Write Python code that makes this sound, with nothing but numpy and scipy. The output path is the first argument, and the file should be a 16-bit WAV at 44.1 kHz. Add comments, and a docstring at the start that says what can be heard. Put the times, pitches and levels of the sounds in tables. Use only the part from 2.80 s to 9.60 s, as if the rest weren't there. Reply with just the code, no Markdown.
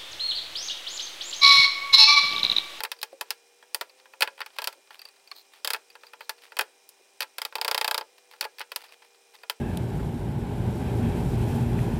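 """In a quiet room, a small wooden drawer is pulled out, rocked and pushed home by hand.
The box knocks in its cabinet, shaking its wooden panels, and rattles as its steel runner is dragged
over a row of catches. Fingers rub, tap and squeak on the paint, nails skate over it with a hiss, and
the loose brass knob ticks on its screw. Behind it are a faint room hum and a thin electrical buzz."""
import sys
import numpy as np
from scipy import signal
from scipy.fft import rfft, irfft, next_fast_len
from scipy.io import wavfile

SR = 44100
rng = np.random.default_rng(int(sys.argv[2]) if len(sys.argv) > 2 else 0)


def waveform_to_disk(signal):
    """Save audio, clipped to [-1, 1], as 16-bit WAV at the path in sys.argv[1]."""
    frames = np.transpose(np.atleast_2d(signal))
    scaled = np.clip(frames, -1, 1) * 32767
    samples = np.round(scaled).astype(np.int16)
    wavfile.write(sys.argv[1], SR, samples)


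N = 299880
EVENT_TIME = np.arange(8192) / SR  # seconds since the start of one short sound

# the loose knob ticks on its screw: (time [s], level [dB])
KNOB_TICKS = [(.189, -54), (1.096, -56), (2.193, -47), (2.2173, -46.5), (2.2532, -44.5), (2.287, -53.5),
              (2.475, -54.5), (3.102, -52), (3.268, -52)]
# the knob's ringing notes: (pitch [Hz], level [dB], time to fade by 60 dB [s])
KNOB_NOTES = [(2552, -1, 0.0396), (3806, -13.5, 0.034), (4244, -6.5, 0.033), (4686, 5, 0.0315),
              (5140, -39, 0.02), (10760, -12, .01), (13350, -7, .009)]
# a fingernail skates over the paint: (time [s], length [s], level [dB])
NAIL_SKATES = [(0.215, 0.01013, -41.5), (2.547, 0.084, -50.5), (3.237, 0.088, -66), (3.395, 0.088, -58)]
# fingers slide over the wood: (time [s], length [s], level [dB])
FINGER_RUBS = [(0.465, 0.043, -55.5), (1.729, 0.182, -56), (1.897, 0.065, -57), (2.107, 0.083, -54),
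               (2.719, 0.1, -57), (3.615, 0.0816, -53), (5.378, 0.025, -56), (5.51, 0.0667, -51.5),
               (5.981, 0.0637, -50), (6.038, 0.0446, -48.5), (6.115, 0.0386, -53.5), (6.234, 0.051, -61.5),
               (6.535, 0.0382, -49)]


def amp(db):
    """Turns decibels into a number to multiply a sound by."""
    return 10 ** (np.asarray(db) / 20)


def evened(x):
    """Scales a sound so that its average strength (rms) is 1."""
    return x / np.sqrt(np.mean(x ** 2) + 1e-20)


def struck(x):
    """Scales a blow so that its first 12 ms have an average strength of 1."""
    return x / np.sqrt(np.mean(x[:530] ** 2) + 1e-20)


def read(points, hz):
    """Reads between (frequency [Hz], value) points, treating every octave as equally wide."""
    point_hz, value = np.transpose(points)
    return np.interp(np.log(hz + 1), np.log(point_hz + 1), value)


def curve(points):
    """Turns (frequency [Hz], level [dB]) points into a gain for every frequency."""
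    return lambda hz: amp(read(points, hz))


def colour(x, gain):
    """Turns each frequency in a sound up or down by gain(hz)."""
    size = next_fast_len(x.shape[-1] + 1024)
    return irfft(rfft(x, size) * gain(np.fft.rfftfreq(size, 1 / SR)), size)[..., :x.shape[-1]]


def bands(x, centres):
    """Splits a sound into overlapping frequency bands that add back up to it."""
    return [colour(x, lambda hz: read(np.c_[centres, pick], hz)) for pick in np.eye(len(centres))]


def add(mix, start_s, sound):
    """Mixes a sound in at the given time."""
    part = mix[max(round(start_s * SR), 0):][:len(sound)]
    part += sound[:len(part)]


def room_hum():
    """Still air hisses under a few softly wavering tones and a drifting whine."""
    # the hiss of the air: (frequency [Hz], relative level [dB])
    air_colour = [(60, -29), (170, 4.5), (280, -2), (420, 1.5), (620, 0.5), (950, 0), (1250, -6),
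                  (2600, -2.5), (4300, -7), (7000, -11), (11000, -15), (16000, -16.5)]
    # the tones of the hum: (multiple of its pitch, level [dB])
    overtones = [(1, -75), (2, -76.5), (8, -86), (10, -78.5)]
    # the path of the whine: (time [s], pitch [Hz], level [dB])
    whine_path = [(0, 470, -63), (0.62, 468, -68), (1.548, 542, -67.5), (2.3, 500, -101), (3.1, 476, -68.5),
                  (3.6, 476, -67), (4.2, 485, -80.5), (5.401, 491, -68.5), (6.8, 462, -70)]
    air_db, hum_hz, thin_tone_hz, thin_tone_db = -64, 395.7, 2426, -73
    t = np.arange(N) / SR
    out = amp(air_db) * evened(colour(rng.standard_normal(N), curve(air_colour)))
    times, pitch, level = np.transpose(whine_path)
    whine = (np.interp(t, times, pitch), np.interp(t, times, level))
    hum = [(multiple * hum_hz, db) for multiple, db in overtones]
    for hz, db in hum + [(thin_tone_hz, thin_tone_db), whine]:
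        drift = evened(colour(rng.standard_normal(N), lambda f: np.exp(-f / 8)))  # slow wobble
        phase = 2 * np.pi * np.cumsum(hz * (1 + .003 * drift)) / SR
        out += amp(db) * evened(np.sin(phase))
    return out


def electrical_buzz(rate_hz=240.15, level_db=-68, puff_db=-2):
    """Four slightly unsteady ticks in each cycle of the mains power, each with a puff of hiss."""
    turns = np.arange(N) / SR * rate_hz
    starts = np.arange(int(turns[-1])) / rate_hz
    late_s = rng.uniform(0, .0004, len(starts))
    ticks = np.bincount(np.round((starts + late_s) * SR).astype(int), minlength=N)[:N]
    puffs = rng.standard_normal(N) * np.exp(-(turns % 1) / .15)
    # only a thin fizz is heard: (frequency [Hz], relative level [dB])
    fizz = [(1000, -57), (4300, -25), (5000, 3), (5700, 2),
            (7000, -5), (8200, -1), (9500, -1), (10500, -25)]
    buzz = evened(ticks) + amp(puff_db) * evened(puffs)
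    return amp(level_db) * evened(colour(buzz, curve(fizz)))


def ring(notes, detune_share=0.01162):
    """A struck object rings with fading notes; each point of contact favours them differently."""
    hz, db, fade_s = np.transpose(notes)[:, :, None]
    luck = rng.standard_normal((len(notes), 2, 1))
    favour_db, detune = 3.5 * luck[:, 0], 1 + detune_share * luck[:, 1]
    sign = (-1) ** np.arange(len(notes))[:, None]  # every other note swings the opposite way first
    fade = amp(db + favour_db - 60 * EVENT_TIME / fade_s)
    return (sign * fade * np.sin(2 * np.pi * hz * detune * EVENT_TIME)).sum(0)


def box_shakes(count, alike_share=0.281, cabinet_db=-17, cabinet_fade_s=0.0793, crack_db=15):
    """One short, noisy shudder of the box per blow, taking partly the same path through the wood."""
    # how the wood shakes: (frequency [Hz], level [dB], time to fade by 60 dB [s], rise time [s])
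    wood_bands = [(294.4, -26, 0.06, 0.0055), (435.2, -5, 0.098, 0.00086), (950, 1, 0.0621, 0.000534),
                  (1500, 3.5, 0.0447, 0.00071), (2610, 8.5, 0.01903, 0.001774),
                  (4020, 1.5, 0.0352, 0.00048), (4539, 6.5, 0.0232, 0.000234),
                  (6027, -17.5, 0.0638, 0.000079), (9910, -5, 0.0231, 0.000357),
                  (16240, -5, 0.01262, 0.0000286)]
    same_path = np.sqrt(alike_share) * rng.standard_normal(len(EVENT_TIME))
    own_path = np.sqrt(1 - alike_share) * rng.standard_normal((count, len(EVENT_TIME)))
    crack = amp(crack_db) * signal.unit_impulse(len(EVENT_TIME), idx=11)  # the contact arrives first
    parts = bands(same_path + own_path + crack, [row[0] for row in wood_bands])
    cabinet = amp(cabinet_db - 60 * EVENT_TIME / cabinet_fade_s)  # it holds the sound a little longer
    out = 0
    for part, (_, db, fade_s, rise_s) in zip(parts, wood_bands):
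        fade = np.hypot(amp(-60 * EVENT_TIME / fade_s), cabinet)
        out = out + part * amp(db) * fade * (1 - np.exp(-EVENT_TIME / rise_s))
    return out


def blows(hits, panels_db, steel_db, brightening):
    """Plays a list of hits: heavy ones thud in the panels; hard, small ones snap in the treble."""
    # the wooden panels' notes: (pitch [Hz], level [dB], time to fade by 60 dB [s])
    panel_notes = [(442.9, -10.5, 0.0785), (565.7, -2.5, 0.0578), (764, -10, 0.0285), (875.1, 6.5, 0.0598),
                   (941.5, 2.5, 0.0244), (982.7, -3, 0.09), (1365.6, -6.5, 0.0956), (1653.5, -7, 0.0966),
                   (1756.6, -17.5, 0.092), (1923.5, 3, 0.0045), (2059, -25.5, 0.045), (2542, 5, 0.0315),
                   (3192, 0.5, 0.0435), (3394, -12, 0.058), (3743, 5.5, 0.0154), (4447, 3.5, 0.0085),
                   (4611, 6.5, 0.0153)]
    # the steel runner's notes: (pitch [Hz], level [dB], time to fade by 60 dB [s])
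    steel_notes = [(4632, -6.5, 0.0343), (5002, 8, 0.0115), (5293, -5.5, 0.0162), (12070, -33, .17),
                   (12280, -33, .16)]
    out = np.zeros(N)
    for (start, db, thud_db, snap_db), box in zip(hits, box_shakes(len(hits))):
        hardness = snap_db - thud_db / 2  # a heavy blow stays in contact longer
        panels = amp(panels_db - 0.123 * hardness) * struck(ring(panel_notes))  # soft hits ring more
        wood = struck(box) + panels
        thud = colour(wood, lambda hz: 1 / (1 + (hz / 1200) ** 8))
        snap = colour(wood, lambda hz: 1 - 1 / (1 + (hz / 6200) ** 20))
        middle = wood - thud - snap
        db_per_octave = brightening * hardness
        clack = colour(middle, lambda hz: amp(db_per_octave * np.log2(np.clip(hz, 2000, 7000) / 2000)))
        knock = struck(clack) + amp(thud_db) * struck(thud) + amp(snap_db) * struck(snap)
        steel = amp(steel_db) * ring(steel_notes, detune_share=0)
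        add(out, start, amp(db) * (knock + steel))
    return out


def frame_knocks():
    """Lists the hits of the drawer against its frame."""
    # each knock: (time [s], level [dB], thud relative to level [dB], snap relative to level [dB])
    knocks = [(0.0045, -34, -4, -7.5), (0.0358, -32, -4.5, 0), (0.0498, -32.5, -7.5, -10),
              (0.1168, -32, -12.5, -3.5), (0.2297, -30.5, -9, -2), (0.4107, -32, -5, -2),
              (0.5056, -28.5, -14, -2), (0.946, -28, -11, -0.5), (1.0112, -32, -4.5, -4),
              (1.4074, -29.5, -5, -2), (1.4216, -18.5, -17, -10.5), (1.4275, -25, -5, -6),
              (1.475, -34.5, -7, -15), (1.605, -36.5, -4.5, -12), (1.6157, -32.5, -18.5, -21),
              (1.6617, -43, -7.5, -6.5), (1.7855, -30.5, -7, -9.5), (1.819, -37, -3.5, -4),
              (1.8421, -34, -11, -0.5), (1.8731, -28.5, -8.5, -2), (1.9269, -52.5, -2.5, 0),
              (2.9456, -30.5, -8, -14), (3.494, -31.5, -7, -1.5), (3.7682, -36.5, -7.5, -6),
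              (3.7893, -32, 1, 3.5), (3.7925, -23, -15, -20.5), (3.8101, -29, -4.5, -3.5),
              (4.0907, -56.5, -13.5, 10), (4.4057, -29, -11.5, -2.5), (4.4203, -32, -18.5, -11),
              (4.428, -34.5, -8, -5.5), (5.6099, -27.5, -14, -3), (5.6262, -37.5, -4.5, -13),
              (5.6416, -38, -9.5, -8), (5.65, -38.5, 3.5, -8.5), (5.7844, -44, -17, -9.5),
              (5.7944, -44.5, -15, 0.5), (5.8053, -38, -3, -13.5), (5.8136, -36, -14, -14),
              (5.9184, -37.5, -7.5, -7), (5.9605, -31.5, -10.5, 0.5), (6.6978, -28, -9, -4)]
    return knocks


def light_touches(touches, notes, grit_db):
    """Each light touch rings a few notes, with some grit from the contact."""
    out = np.zeros(N)
    for (start, db), box in zip(touches, box_shakes(len(touches))):
        add(out, start, amp(db) * (struck(ring(notes)) + amp(grit_db) * struck(box)))
    return out


def knob_ticks():
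    """The loose brass knob hits its screw and rings briefly."""
    return light_touches(KNOB_TICKS, KNOB_NOTES, grit_db=-5)


def through_wood(x, treble_db=-9):
    """The wood passes little of a soft touch above 5 kHz."""
    return colour(x, lambda hz: amp(np.interp(hz, [5200, 6200], [0, treble_db])))


def fidgets(count=70, softest_db=-66, knob_db=-8):
    """The grip keeps shifting around each stroke, making tiny soft ticks of box and knob."""
    out = np.zeros(N)
    strokes = [row[0] for row in FINGER_RUBS + NAIL_SKATES + KNOB_TICKS]
    for (which, when, size), box in zip(rng.random((count, 3)), box_shakes(count)):
        start = strokes[int(which * len(strokes))] + .16 * (when - .25)
        tick = struck(box) + amp(knob_db) * struck(ring(KNOB_NOTES))
        add(out, start, amp(softest_db + 10 * size ** 2) * tick)
    return through_wood(out)


def slides(strokes, gain, snags_per_s=300, snag_s=.0012):
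    """A sliding surface hisses and catches on tiny snags; each stroke swells quickly and fades."""
    out = np.zeros(N)
    for start, length, db in strokes:
        hiss, slips = rng.standard_normal((2, len(EVENT_TIME)))
        snags = np.abs(slips) ** 1.4 * (rng.random(len(EVENT_TIME)) < snags_per_s / SR)
        grip = .42 + signal.lfilter([1], [1, -np.exp(-1 / (snag_s * SR))], snags)  # each snag dies away
        progress = np.minimum(EVENT_TIME / length, 1)
        swell = np.sin(np.pi * progress ** .5)
        add(out, start, amp(db) * evened(colour(hiss * grip, gain)) * swell)
    return out


def nail_skates():
    """A fingernail skates over the paint with a narrow, high hiss."""
    # the nail's hiss: (frequency [Hz], relative level [dB])
    nail_colour = [(2500, -22.5), (3500, -16), (4150, -1), (4800, -9), (5600, -24.5), (11000, -26),
                   (13800, -16), (16000, -20.5)]
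    return slides(NAIL_SKATES, curve(nail_colour))


def box_shuffles(centre_hz=399, width_octaves=0.584):
    """The box shifts in the grip with a low shuffle."""
    # each shift: (time [s], length [s], level [dB])
    shuffles = [(0.32, 0.0378, -52.5), (1.955, 0.07, -61), (4.19, 0.059, -65)]
    return slides(shuffles, lambda hz: np.exp(-.5 * (np.log2((hz + 1) / centre_hz) / width_octaves) ** 2))


def hand_bumps():
    """The heel of a hand bumps the box softly, and it gives a hollow ring."""
    # each bump: (time [s], level [dB])
    bumps = [(.3283, -43), (1.975, -63.5)]
    # the hollow box's notes: (pitch [Hz], level [dB], time to fade by 60 dB [s])
    hollow_notes = [(541.2, -7.5, 0.078), (779, -10, 0.028)]
    return light_touches(bumps, hollow_notes, grit_db=-16)


def finger_rubs():
    """Skin rubs over the painted wood and is heard through the box."""
    # the rubbing noise: (frequency [Hz], relative level [dB])
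    rub_colour = [(300, -16.5), (600, -5), (900, 3.5), (1300, -3), (2000, 0.5), (3000, -0.5), (4700, -4),
                  (6200, -15), (11000, -13), (16000, -16)]
    return slides(FINGER_RUBS, curve(rub_colour))


def finger_taps(thud_db=-4, snap_db=-13.5):
    """Lists the hits of fingertips on the box; flesh is soft, so more thud and little snap."""
    # each tap: (time [s], level [dB])
    taps = [(0.8265, -54), (1.2565, -54.5), (1.3363, -49.5), (1.578, -51.5), (1.5912, -50.5), (2.1063, -48),
            (3.1534, -48.5), (3.2344, -49.5), (3.3342, -46), (3.407, -42.5), (3.7205, -47.5), (4.7249, -47),
            (5.5364, -52.5), (6.2213, -56), (6.6341, -46.5)]
    return [(start, db, thud_db, snap_db) for start, db in taps]


def finger_squeak(grit_db=-5):
    """Skin sticks and slips on the paint a few times very quickly, shaking the box."""
    # the squeak: (time [s], length [s], level [dB], slip rate [Hz])
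    squeaks = [(2.5143, .006, -39, 1116)]
    # the notes each slip rings: (pitch [Hz], level [dB], time to fade by 60 dB [s])
    skin_notes = [(1142, -6.5, 0.0206), (2378, -4.5, 0.02), (3527, -6, .022), (4166, -2.5, 0.0112)]
    out = np.zeros(N)
    for (start, length, db, slip_hz), box in zip(squeaks, box_shakes(len(squeaks))):
        slips = np.diff(np.floor(EVENT_TIME * slip_hz), prepend=-1) * (EVENT_TIME < length)
        tone = signal.fftconvolve(slips, ring(skin_notes))[:len(EVENT_TIME)]
        add(out, start, amp(db) * (struck(tone) + amp(grit_db) * struck(through_wood(box))))
    return out


def runner_catches(swell_db_per_s=8.5, jitter_s=0.0005, spread_db=0.5):
    """Lists the hits of the runner on evenly spaced catches; longer pushes swell more in the middle."""
    # each push: (time [s], length [s], catch rate [Hz], level [dB],
    #             relative thud [dB], relative snap [dB], relative level of the last catch [dB])
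    pushes = [(2.8468, 0.102, 34.5, -30.5, -9.5, -1.5, -17),
              (4.5833, 0.08714, 29.64, -33.5, -8.5, -3.5, -31), (4.7536, 0.033, 33.5, -32, -3, -4.5, -10),
              (4.8134, 0.4015, 30.2, -30, -4, -5, -11)]
    hits = []
    for start, length, rate, db, thud_db, snap_db, last_db in pushes:
        count = max(round(length * rate), 1)
        for k, (late, luck) in enumerate(rng.standard_normal((count, 2))):
            force_db = swell_db_per_s * length * np.sin(np.pi * (k + .5) / count) + spread_db * luck
            hits.append((start + k / rate + jitter_s * late, db + force_db, thud_db, snap_db))
        # the drawer comes to rest on a weak, dull catch: more thud, less snap
        hits.append((start + count / rate, db + last_db, thud_db + 8.5, snap_db - 6))
    return hits


def room_echo(x, echo_db=-17, rise_s=0.0135):
    """A small furnished room adds a weak wash of echoes, each band fading at its own speed."""
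    # how long the room rings: (frequency [Hz], time to fade by 60 dB [s])
    room_fades = [(300, 0.443), (900, 0.121), (2500, 0.212), (6000, 0.346), (15000, 0.178)]
    t = np.arange(SR // 2) / SR
    parts = bands(rng.standard_normal(len(t)), [row[0] for row in room_fades])
    tail = sum(part * amp(-60 * t / fade_s) for part, (_, fade_s) in zip(parts, room_fades))
    tail *= 1 - np.exp(-t / rise_s)
    dull_tail = colour(tail / np.linalg.norm(tail), curve([(1500, -0.5), (4500, -15.5), (9000, -17.0)]))
    return x + amp(echo_db) * signal.fftconvolve(x, dull_tail)[:N]


def scene():
    """The drawer and the hands, close by in the room, over the hum and the buzz."""
    knocks = blows(frame_knocks() + finger_taps(), panels_db=-4, steel_db=-19.5, brightening=0.697)
    runner = blows(runner_catches(), panels_db=-5, steel_db=0.5, brightening=0.298)
    hands = (knob_ticks() + hand_bumps() + finger_rubs() + nail_skates()
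             + box_shuffles() + fidgets() + finger_squeak())
    return (room_echo(knocks + runner + hands) + room_hum() + electrical_buzz())[None]


def record(dry, bass_hz=305, leak_db=-22, top_hz=16100):
    """A small microphone picks up little bass, and the very highest treble is cut off."""
    thin = signal.sosfilt(signal.butter(6, bass_hz, "high", fs=SR, output="sos"), dry)
    heard = thin + amp(leak_db) * dry
    treble_cut = signal.firwin(161, top_hz, window=("kaiser", 8), fs=SR)
    return signal.oaconvolve(heard, treble_cut[None], "same")


dry = scene()
out = record(dry)
waveform_to_disk(out)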